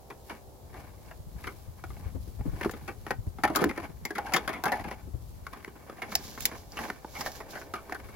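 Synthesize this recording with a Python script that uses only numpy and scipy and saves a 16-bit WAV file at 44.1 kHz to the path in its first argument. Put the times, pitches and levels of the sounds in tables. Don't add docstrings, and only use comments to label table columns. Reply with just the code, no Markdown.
import sys
import numpy as np
from scipy import signal
from scipy.io import wavfile

SR = 44100
rng = np.random.default_rng(int(sys.argv[2]) if len(sys.argv) > 2 else 0)


def unload_audio(sound):
    columns = np.transpose(np.atleast_2d(sound))
    steps = np.round(np.clip(columns, -1, 1) * 32767)
    wavfile.write(sys.argv[1], SR, steps.astype(np.int16))


N = 359612
SIZE = 8192
T = np.arange(SIZE) / SR

# (time [s], wall [dB], hollow [dB], tub [dB], favoured wall pitch [Hz], chatter decay [s])
POT_KNOCKS = [(0.102, -33, -42.5, -45, 1390, 0.081), (0.296, -30, -50, -38.5, 2130, 0.094),
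              (0.74, -40, -47.5, -46, 1800, 0.081), (1.111, -39, -59, -44, 1700, 0.061),
              (1.439, -31, -43, -57, 1240, 0.12), (1.47, -26, -38.5, -41.5, 1420, 0.085),
              (1.839, -32.5, -43.5, -39.5, 1400, 0.052), (1.904, -40.5, -50, -50, 1410, 0.052),
              (1.967, -49, -55, -48.5, 1080, .033), (2.409, -46, -40, -46, 1040, 0.047),
              (2.611, -26, -34, -38, 1800, 0.058), (2.631, -27.5, -47, -44, 2360, 0.06),
              (2.647, -26, -36, -33, 1240, 0.051), (2.659, -32, -22, -41, 1180, 0.047),
              (2.695, -29.5, -38.5, -44, 1280, 0.037), (2.736, -37, -36.5, -49.5, 1170, .06),
              (2.878, -27, -35, -35, 1100, .1), (3.066, -32, -41.5, -38, 1420, 0.043),
              (3.107, -19.5, -30, -27, 1490, 0.053), (3.385, -38.5, -41, -40, 1510, 0.059),
              (3.436, -12.5, -25.5, -18.5, 1700, 0.071), (3.451, -21, -33, -22, 1310, 0.038),
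              (3.477, -25.5, -56, -34, 1360, 0.063), (3.499, -32, -27, -29, 1230, 0.086),
              (3.55, -21, -35, -32, 2200, .09), (3.558, -14, -27.5, -28, 1260, 0.094),
              (3.589, -25.5, -30, -35, 1170, 0.069), (3.616, -22.5, -19.5, -28, 1190, .08),
              (3.641, -15.5, -25, -30, 1540, .027), (3.657, -40, -21, -42, 1020, 0.075),
              (3.691, -25.5, -32, -37, 2060, 0.11), (3.712, -31.5, -36, -43, 1550, 0.017),
              (3.776, -27.5, -31, -37, 1330, 0.056), (4.052, -23.5, -38, -40, 2110, 0.058),
              (4.106, -27, -34, -39, 1770, 0.056), (4.152, -25.5, -36, -51, 2150, 0.19),
              (4.182, -23, -38, -30.5, 1700, 0.057), (4.263, -28.5, -50, -46, 1510, .1),
              (4.321, -27.5, -53, -38, 1040, 0.066), (4.336, -11.5, -27.5, -24, 1780, 0.1),
              (4.362, -15, -29, -42, 1750, 0.068), (4.477, -19.5, -38, -33.5, 1810, 0.063),
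              (4.491, -23.5, -34, -34, 1050, 0.12), (4.529, -26, -38, -33.5, 1400, 0.25),
              (4.638, -22, -37, -25.5, 1500, .06), (4.655, -17, -30.5, -23, 1590, 0.093),
              (4.679, -24.5, -37, -32.5, 1800, 0.11), (4.719, -18, -37, -20.5, 1740, 0.093),
              (4.796, -34.5, -54, -34.5, 1080, 0.064), (4.84, -33, -39, -35.5, 1180, 0.11),
              (4.913, -30.5, -39, -36, 1117, 0.052), (5.467, -29, -55, -48, 1390, 0.037),
              (5.53, -32, -55, -51, 1120, 0.085), (5.647, -32, -55, -57, 2010, 0.014),
              (5.677, -39, -39, -53, 1344, 0.071), (5.897, -35, -41, -49, 1400, 0.049),
              (6.019, -24, -40.5, -36, 1090, 0.087), (6.118, -28.5, -40, -42, 2320, 0.096),
              (6.376, -33.5, -43, -50, 1010, 0.05), (6.515, -34.5, -52, -43.5, 1030, 0.034),
              (6.771, -26, -47, -57, 1130, 0.065), (6.789, -26, -45, -34.5, 1020, 0.048),
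              (6.901, -24, -37, -38, 1410, 0.025), (7.046, -40, -40, -36, 1624, .028),
              (7.15, -29, -59, -36.5, 2350, 0.19), (7.207, -26, -46, -35, 990, 0.078),
              (7.261, -24, -47, -30.5, 1000, 0.067), (7.403, -32.5, -43, -41, 2200, .07),
              (7.552, -29, -53, -38.5, 1760, 0.12), (7.615, -34.5, -47, -55, 1560, 0.062),
              (7.738, -23, -37.5, -38, 1210, 0.055), (7.753, -28, -44, -44, 1310, 0.15),
              (7.896, -34.5, -43.5, -57, 1200, 0.034), (7.923, -26, -39.5, -32, 1920, .05),
              (7.946, -28, -44.5, -45, 1600, 0.081)]
# (time [s], crack [dB], sheet [dB], tub [dB], decay [s])
WALL_SNAPS = [(2.711, -28, -62, -52, 0.056), (3.559, -10.5, -39, -52, 0.052),
              (3.642, -19.5, -55, -55, 0.014), (4.052, -22.5, -46, -53, 0.043),
              (4.337, -16.5, -35, -54, 0.081), (4.364, -22, -38, -50, 0.054),
              (4.638, -21, -46.5, -50, 0.03), (6.153, -8, -25.5, -37, 0.023), (6.406, -20, -56, -69, .03),
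              (6.422, -26, -63, -60, 0.036), (6.454, -5, -32.5, -51, 0.035), (6.72, -47, -52, -57, 0.035),
              (7.209, -25.5, -39, -55, .05), (7.318, -34, -53, -70, .03)]
# (time of peak [s], level [dB], swell [s], fade [s])
SCRAPE_STROKES = [(0.31, -49.5, 0.012, 0.032), (0.8, -59, .06, 0.078), (1.09, -62.5, 0.07, 0.034),
                  (1.42, -59, 0.035, 0.12), (1.79, -62, 0.013, 0.023), (2.09, -59, 0.094, 0.017),
                  (2.64, -56, 0.11, 0.15), (3.085, -51, 0.015, 0.017), (3.62, -42, 0.067, 0.045),
                  (3.81, -48, .045, .04), (4.33, -50, 0.11, 0.17), (4.675, -50.5, 0.024, 0.036),
                  (4.75, -48, 0.029, 0.057), (4.92, -52.5, 0.067, 0.051), (5.56, -61.5, 0.08, 0.17),
                  (6.06, -56.5, 0.14, 0.16), (6.53, -57, 0.36, 0.085), (6.82, -48, 0.041, 0.089),
                  (7.22, -54, 0.097, 0.18), (7.56, -56.5, 0.083, 0.1), (8.0, -60.5, .25, 0.36)]
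DRAG_STROKES = [(4.19, -28.5, .008, 0.012), (4.26, -42, 0.033, .14), (4.73, -36.5, 0.031, 0.057),
                (4.86, -51, 0.043, 0.096)]
FUR_STROKES = [(6.125, -45, 0.016, 0.016), (6.25, -48.5, 0.061, 0.13), (6.435, -45, 0.04, 0.021),
               (6.585, -55.5, 0.048, 0.041), (6.838, -50.5, 0.09, 0.068), (7.21, -45.5, 0.065, 0.032),
               (7.265, -40, 0.0094, 0.019), (7.37, -51.5, 0.071, 0.041), (7.51, -48.5, 0.011, 0.024),
               (7.6, -53.5, .05, .04)]
# (pitch [Hz], level [dB], decay [s])
WALL_MODES = [(1070, 0.5, 0.02), (1198, -0.5, 0.017), (1346, -1.5, 0.016), (1512, 1, 0.012),
              (1673, -2.5, 0.014), (1820, -2, 0.018), (1990, -2, 0.013), (2191, 0, 0.016),
              (2390, -8.5, 0.01), (2764, -6.5, 0.011), (3380, -3, 0.0051)]
HOLLOW_MODES = [(231, -0.5, 0.024), (320.5, -2, 0.035), (387.6, -2.5, 0.037), (467, -2, 0.022),
                (536, -10.5, 0.027)]
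TUB_MODES = [(632, -8.5, 0.029), (748, -3, 0.026), (836, -7.5, 0.04), (956, -8.5, 0.026)]
SHEET_MODES = [(1765, -15, 0.092), (3720, -17, 0.026), (4640, 3, 0.019), (5280, 8.5, 0.015),
               (5900, 4, 0.015), (7060, 3, 0.017)]
# (time [s], left treble minus right [dB])
POT_SIDE = [(0, 6), (3, 7), (5.6, 6), (6.0, -1), (7.4, -3.5), (8.15, 6)]
# (time [s], level [dB])
GRASS_STEPS = [(0.27, -63), (0.8, -66), (1.1, -64), (1.47, -56.5), (1.93, -61), (2.25, -61.5), (2.6, -57.5),
               (2.85, -62), (3.05, -62), (5.3, -64.5), (5.598, -79), (7.8, -63.5), (8.08, -61.5)]
# (time [s], level [dB])
BREEZE_LEVELS = [(0.0, -60.5), (0.43, -56.5), (1.18, -52.5), (1.29, -51), (1.72, -52.5), (2.11, -46),
                 (2.31, -47.5), (2.93, -50.5), (3.52, -48), (4.11, -56.5), (4.24, -54.5), (4.74, -54),
                 (5.26, -48), (5.67, -60), (5.88, -58), (6.22, -54), (7.58, -60.5), (8.15, -53)]
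# (time [s], bump [dB], higher flutter [dB])
EDDIES = [(1.19, -33.5, -56), (1.266, -34, -56), (1.352, -30.5, -60), (1.459, -36, -49),
          (1.679, -31.5, -58), (1.928, -40, -51), (2.057, -27.5, -42), (2.15, -26, -35),
          (2.275, -33, -42.5), (2.392, -22, -38), (2.455, -34, -31), (2.473, -22, -37), (2.532, -25, -40),
          (2.819, -34, -60), (3.186, -26.5, -58), (3.266, -21.5, -37.5), (3.892, -48, -43),
          (4.018, -34, -57), (4.801, -33, -45.5), (4.859, -42, -41), (5.071, -36, -43), (5.14, -25, -39.5),
          (5.42, -37.5, -60)]
# (time [s], level [dB], turning rate [Hz])
ENGINE_RUN = [(0, -55, 67), (0.6, -54, 63), (1.2, -61.5, 61), (2.2, -71.5, 71), (5.3, -74, 59),
              (6.2, -58.5, 77), (7.0, -58, 64), (7.601, -49, 67), (8.15, -60, 65)]
# (frequency [Hz], level [dB])
CRACK_SPECTRUM = [(1500, -20), (2800, 2), (3800, 2), (4600, 5), (5300, 2), (6800, -1.5), (8300, -12),
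                  (9800, 0), (11000, 4.5), (12500, -4), (15500, -7)]
SNAP_SPECTRUM = [(200, -19), (600, -25), (1200, -18), (1750, -4.5), (2900, -7.5), (3800, -6), (4700, -6.5),
                 (5400, -13), (7200, -1), (8500, -19), (11000, -6), (15500, -5)]
FUR_SPECTRUM = [(150, 13), (600, -12), (1500, -18), (3000, 1.5), (5200, 6), (7000, 4), (8800, -10),
                (10500, -0.5), (13000, 3), (15500, -3)]
GRASS_SPECTRUM = [(700, -27), (2000, -7), (4500, -1.5), (7000, -5.5), (8700, -7), (11000, -1.5),
                  (13000, -4), (15500, -4.5)]
WIND_SPECTRUM = [(15, -18), (35, -8.5), (65, 3), (110, -3), (180, -12.5), (300, -24), (600, -85),
                 (1500, -52)]
EDDY_SPECTRUM = [(15, -27.5), (40, -5), (70, -2.5), (130, -6), (220, -14.5), (500, -47), (1500, -98.5)]
FLUTTER_SPECTRUM = [(60, -11.5), (170, 2), (260, 0.5), (400, -9.5), (700, -20), (1500, -35), (4000, -49.5)]
ENGINE_SPECTRUM = [(60, 14), (250, -4), (380, 3.5), (630, 7), (760, 5.5), (1000, -4), (1300, -30),
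                   (2000, -40)]
AIR_SPECTRUM = [(100, -7.5), (200, -0.5), (260, -3.5), (430, -1), (560, -4.5), (830, -6.5), (1120, -11),
                (1520, -19.5), (2500, -25), (3900, -22), (7500, -21.5), (8900, -26), (10800, -20.5),
                (15800, -22)]


def knock(edge, wall_db, hollow_db, tub_db, focus_hz, t60, rise_s=0.0016):
    hardness = (0.047 / t60) ** 2
    rattle = chatter(t60, rise_s, first=8.7 * hardness, likeness=0.73, per_s=3200)
    wall = through(rattle, ring(WALL_MODES, band_hz=(840, 3500), focus_hz=focus_hz))
    push = chatter(t60 * 1.42, rise_s, first=11 * hardness, likeness=0.75)
    hollow = through(push, ring(HOLLOW_MODES, band_hz=(144, 595)))
    tub = through(push, ring(TUB_MODES, band_hz=(536, 1160)))
    crack = through(chatter(t60 * 0.6, rise_s / 2, first=1.4, likeness=0.13, per_s=4000), edge)
    crack_db = wall_db - 23.5 + 0.08 * (wall_db + 24)
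    body = sized(wall, wall_db - 11.5) + sized(hollow, hollow_db - 4) + sized(tub, tub_db - 6)
    return body + sized(crack, crack_db)


def knocks():
    out, edge = np.zeros((2, N)), colour(CRACK_SPECTRUM)
    for s, *blow in POT_KNOCKS:
        add(out, s, knock(edge, *blow))
    return out


def snaps():
    out, bright = np.zeros((2, N)), colour(SNAP_SPECTRUM)
    for s, crack_db, sheet_db, tub_db, t60 in WALL_SNAPS:
        flip = chatter(t60, rise_s=0.00022, first=1, likeness=0.082, per_s=12000)
        crack = through(flip, bright)
        blow = chatter(t60, rise_s=0.0003, first=2.6, likeness=0.55)
        sheet = through(blow, ring(SHEET_MODES, band_hz=(1190, 7840), detune=0.0033, uneven_db=-1.5))
        tub = through(blow, ring(TUB_MODES, band_hz=(660, 850)))
        add(out, s, sized(crack, crack_db - 17.5) + sized(sheet, sheet_db) + sized(tub, tub_db))
    return out


def scrape():
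    wall = rubbed(WALL_MODES, band_hz=(800, 3640), likeness=0.44, contacts=4)
    tub = rubbed(TUB_MODES, band_hz=(520, 1170), likeness=0.75, contacts=2)
    hollow = rubbed(HOLLOW_MODES, band_hz=(143, 650), likeness=0.9, contacts=2)
    grit = shaped(slips(per_s=1100, spread_db=2.5, likeness=0.14), CRACK_SPECTRUM)
    pressure = strokes(SCRAPE_STROKES) * amp(3.26 * wander(per_s=71))
    return pressure * (amp(4) * wall + amp(2.5) * tub + amp(4) * hollow + amp(-6) * grit)


def drag():
    return strokes(DRAG_STROKES) * rubbed(TUB_MODES, band_hz=(717, 915), likeness=1, contacts=2)


def brush():
    hiss = unit(slips(per_s=7000, spread_db=4, likeness=0.39))
    catches = unit(slips(per_s=90, spread_db=3, likeness=0.4))
    return amp(4) * strokes(FUR_STROKES) * shaped(hiss + 0.5 * catches, FUR_SPECTRUM)


def taps(per_s=9.6, spread_db=4.5):
    out, edge, pressure = np.zeros((2, N)), colour(CRACK_SPECTRUM), strokes(SCRAPE_STROKES)
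    for when, force, place in rng.random((round(per_s * N / SR), 3)):
        db = 12.5 + spread_db * (2 * force - 1)
        tap = knock(edge, db, hollow_db=db - 12, tub_db=db - 19, focus_hz=1100 * 2 ** place, t60=0.045)
        add(out, when * N / SR, pressure[int(when * N)] * tap)
    return out


def chatter(t60, rise_s, first, likeness, per_s=1500):
    clicks = rng.standard_normal((3, SIZE)) * (rng.random((3, SIZE)) < per_s / SR)
    out = stereo(clicks, likeness) * amp(-60 * T / t60) * (1 - np.exp(-T / rise_s))
    out[:, 0] += first * np.exp(-(rise_s / 0.0015) ** 2)
    return out


def ring(modes, band_hz, focus_hz=None, detune=0.019, uneven_db=5.5):
    hz, db, t60 = np.transpose(modes)[:, :, None]
    shift, weight, sign = rng.standard_normal((3, len(modes), 1))
    if focus_hz:
        db = db + 6 * np.exp(-(np.log2(hz / focus_hz) / 0.2) ** 2)
    t = T[:SIZE // 2]
    fade = amp(db + uneven_db * weight - 60 * t / t60)
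    tones = np.sign(sign) * fade * np.sin(2 * np.pi * hz * (1 + detune * shift) * t)
    return signal.sosfilt(signal.butter(2, band_hz, "band", fs=SR, output="sos"), tones.sum(0))


def slips(per_s, spread_db, likeness):
    size = amp(spread_db * np.minimum(rng.exponential(1, (3, N)), 4))
    clicks = size * rng.choice([-1, 1], (3, N)) * (rng.random((3, N)) < per_s / SR)
    return stereo(clicks, likeness)


def rubbed(modes, band_hz, likeness, contacts):
    out = np.zeros((2, N))
    for _ in range(contacts):
        clicks = slips(per_s=400, spread_db=4, likeness=likeness)
        out += unit(through(clicks, ring(modes, band_hz)))
    return unit(out)


def placed(x, shadow_hz=2200, lag_samples=2):
    side_db = over_time(*np.transpose(POT_SIDE))
    bass = signal.sosfiltfilt(signal.butter(1, shadow_hz, fs=SR, output="sos"), x)
    left, right = bass + (x - bass) * amp(np.array([side_db, -side_db]) / 2)
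    return np.array([np.roll(left, lag_samples), right])


def garden(x, t60=0.14, echo_db=-13):
    bounces = rng.standard_normal((3, SIZE)) * (rng.random((3, SIZE)) < 0.1)
    echoes = stereo(bounces, 0.52) * (T > 0.004) * amp(-60 * T / t60)
    dull = signal.butter(1, 4500, fs=SR, output="sos")
    echoes = signal.sosfilt(dull, echoes / np.linalg.norm(echoes[0]))
    return x + amp(echo_db) * through(x, echoes)


def grass(swell_s=0.11, fade_s=0.17, stir_db=-70):
    blades = shaped(slips(per_s=1800, spread_db=4, likeness=0.078), GRASS_SPECTRUM)
    clumps = amp(1.5 * wander(per_s=40))
    tread = strokes([(s, db, swell_s, fade_s) for s, db in GRASS_STEPS])
    return amp(1) * np.hypot(tread, amp(stir_db)) * clumps * blades


def breeze():
    rumble = noise(WIND_SPECTRUM, likeness=0.37)
    out = amp(4) * level(BREEZE_LEVELS) * rumble * amp(1.8 * wander(per_s=18))
    low, high = colour(EDDY_SPECTRUM), colour(FLUTTER_SPECTRUM)
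    age = T / 0.0087
    for s, bump_db, flutter_db in EDDIES:
        puff = stereo(rng.standard_normal((3, SIZE)), 0.18) * age * np.exp(-age)
        bump = sized(through(puff, low), bump_db - 6)
        flutter = sized(through(puff, high), flutter_db + 0.5)
        add(out, s - 0.004, bump + flutter)
    return out * amp([[2.5], [-2.5]])


def engine():
    s, _, hz = np.transpose(ENGINE_RUN)
    turns = np.cumsum(over_time(s, hz) * (1 + 0.0021 * wander(per_s=5.7))) / SR
    hum = np.zeros(N)
    for k in range(1, 19):
        db = spectrum_db(ENGINE_SPECTRUM, k * hz[0]) - 4.9 * (k % 2)
        hum += amp(db + 2 * wander(per_s=3.8)) * np.sin(2 * np.pi * (k * turns + rng.random()))
    roar = noise(ENGINE_SPECTRUM, likeness=0.83)
    return amp(-2.5) * level(ENGINE_RUN) * (unit(hum) + 0.48 * roar)


def air(db=-55.92):
    return amp(db) * noise(AIR_SPECTRUM, likeness=0.073)


def amp(db):
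    return 10 ** (np.asarray(db) / 20)


def unit(x):
    return x / np.sqrt(np.mean(x ** 2) + 1e-20)


def sized(x, db, window_s=0.02):
    return amp(db) * x / np.sqrt(np.sum(x ** 2) / 2 / (window_s * SR) + 1e-20)


def add(mix, s, sound):
    part = mix[:, max(round(s * SR), 0):][:, :sound.shape[1]]
    part += sound[:, :part.shape[1]]


def over_time(s, values):
    return np.interp(np.arange(N) / SR, s, values)


def level(rows):
    return amp(over_time(*np.transpose(rows)[:2]))


def strokes(rows):
    t, power = np.arange(N) / SR, np.zeros(N)
    for s, db, swell, fade in rows:
        from_peak = np.maximum((s - t) / swell, (t - s) / fade)
        power += (amp(db) * np.exp(-np.minimum(from_peak, 20))) ** 2
    return np.sqrt(power)


def wander(per_s):
    points = rng.standard_normal(N // 50)
    return over_time(np.arange(len(points)) / per_s, points) * np.sqrt(3 / 2)


def spectrum_db(spectrum, hz):
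    known_hz, db = np.transpose(spectrum)
    return np.interp(np.log(hz + 1), np.log(known_hz), db)


def colour(spectrum):
    log_gain = np.log(amp(spectrum_db(spectrum, abs(np.fft.fftfreq(SIZE, 1 / SR)))))
    return np.fft.ifft(np.exp(np.conj(signal.hilbert(log_gain)))).real[:SIZE // 2]


def through(x, response):
    return signal.fftconvolve(x, np.atleast_2d(response), axes=1)[:, :x.shape[1]]


def shaped(x, spectrum):
    return unit(through(x, colour(spectrum)))


def noise(spectrum, likeness):
    return shaped(stereo(rng.standard_normal((3, N)), likeness), spectrum)


def stereo(three, likeness):
    return np.sqrt(likeness) * three[0] + np.sqrt(1 - likeness) * three[1:]


def scene():
    pots = knocks() + snaps() + scrape() + drag() + brush() + taps()
    return garden(placed(pots)) + grass() + breeze() + engine() + air()


def record(dry):
    low_pass = signal.firwin(301, 16000, window=("kaiser", 8), fs=SR)
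    return signal.oaconvolve(dry, low_pass[None], "same", axes=1)


dry = scene()
out = record(dry)
unload_audio(out)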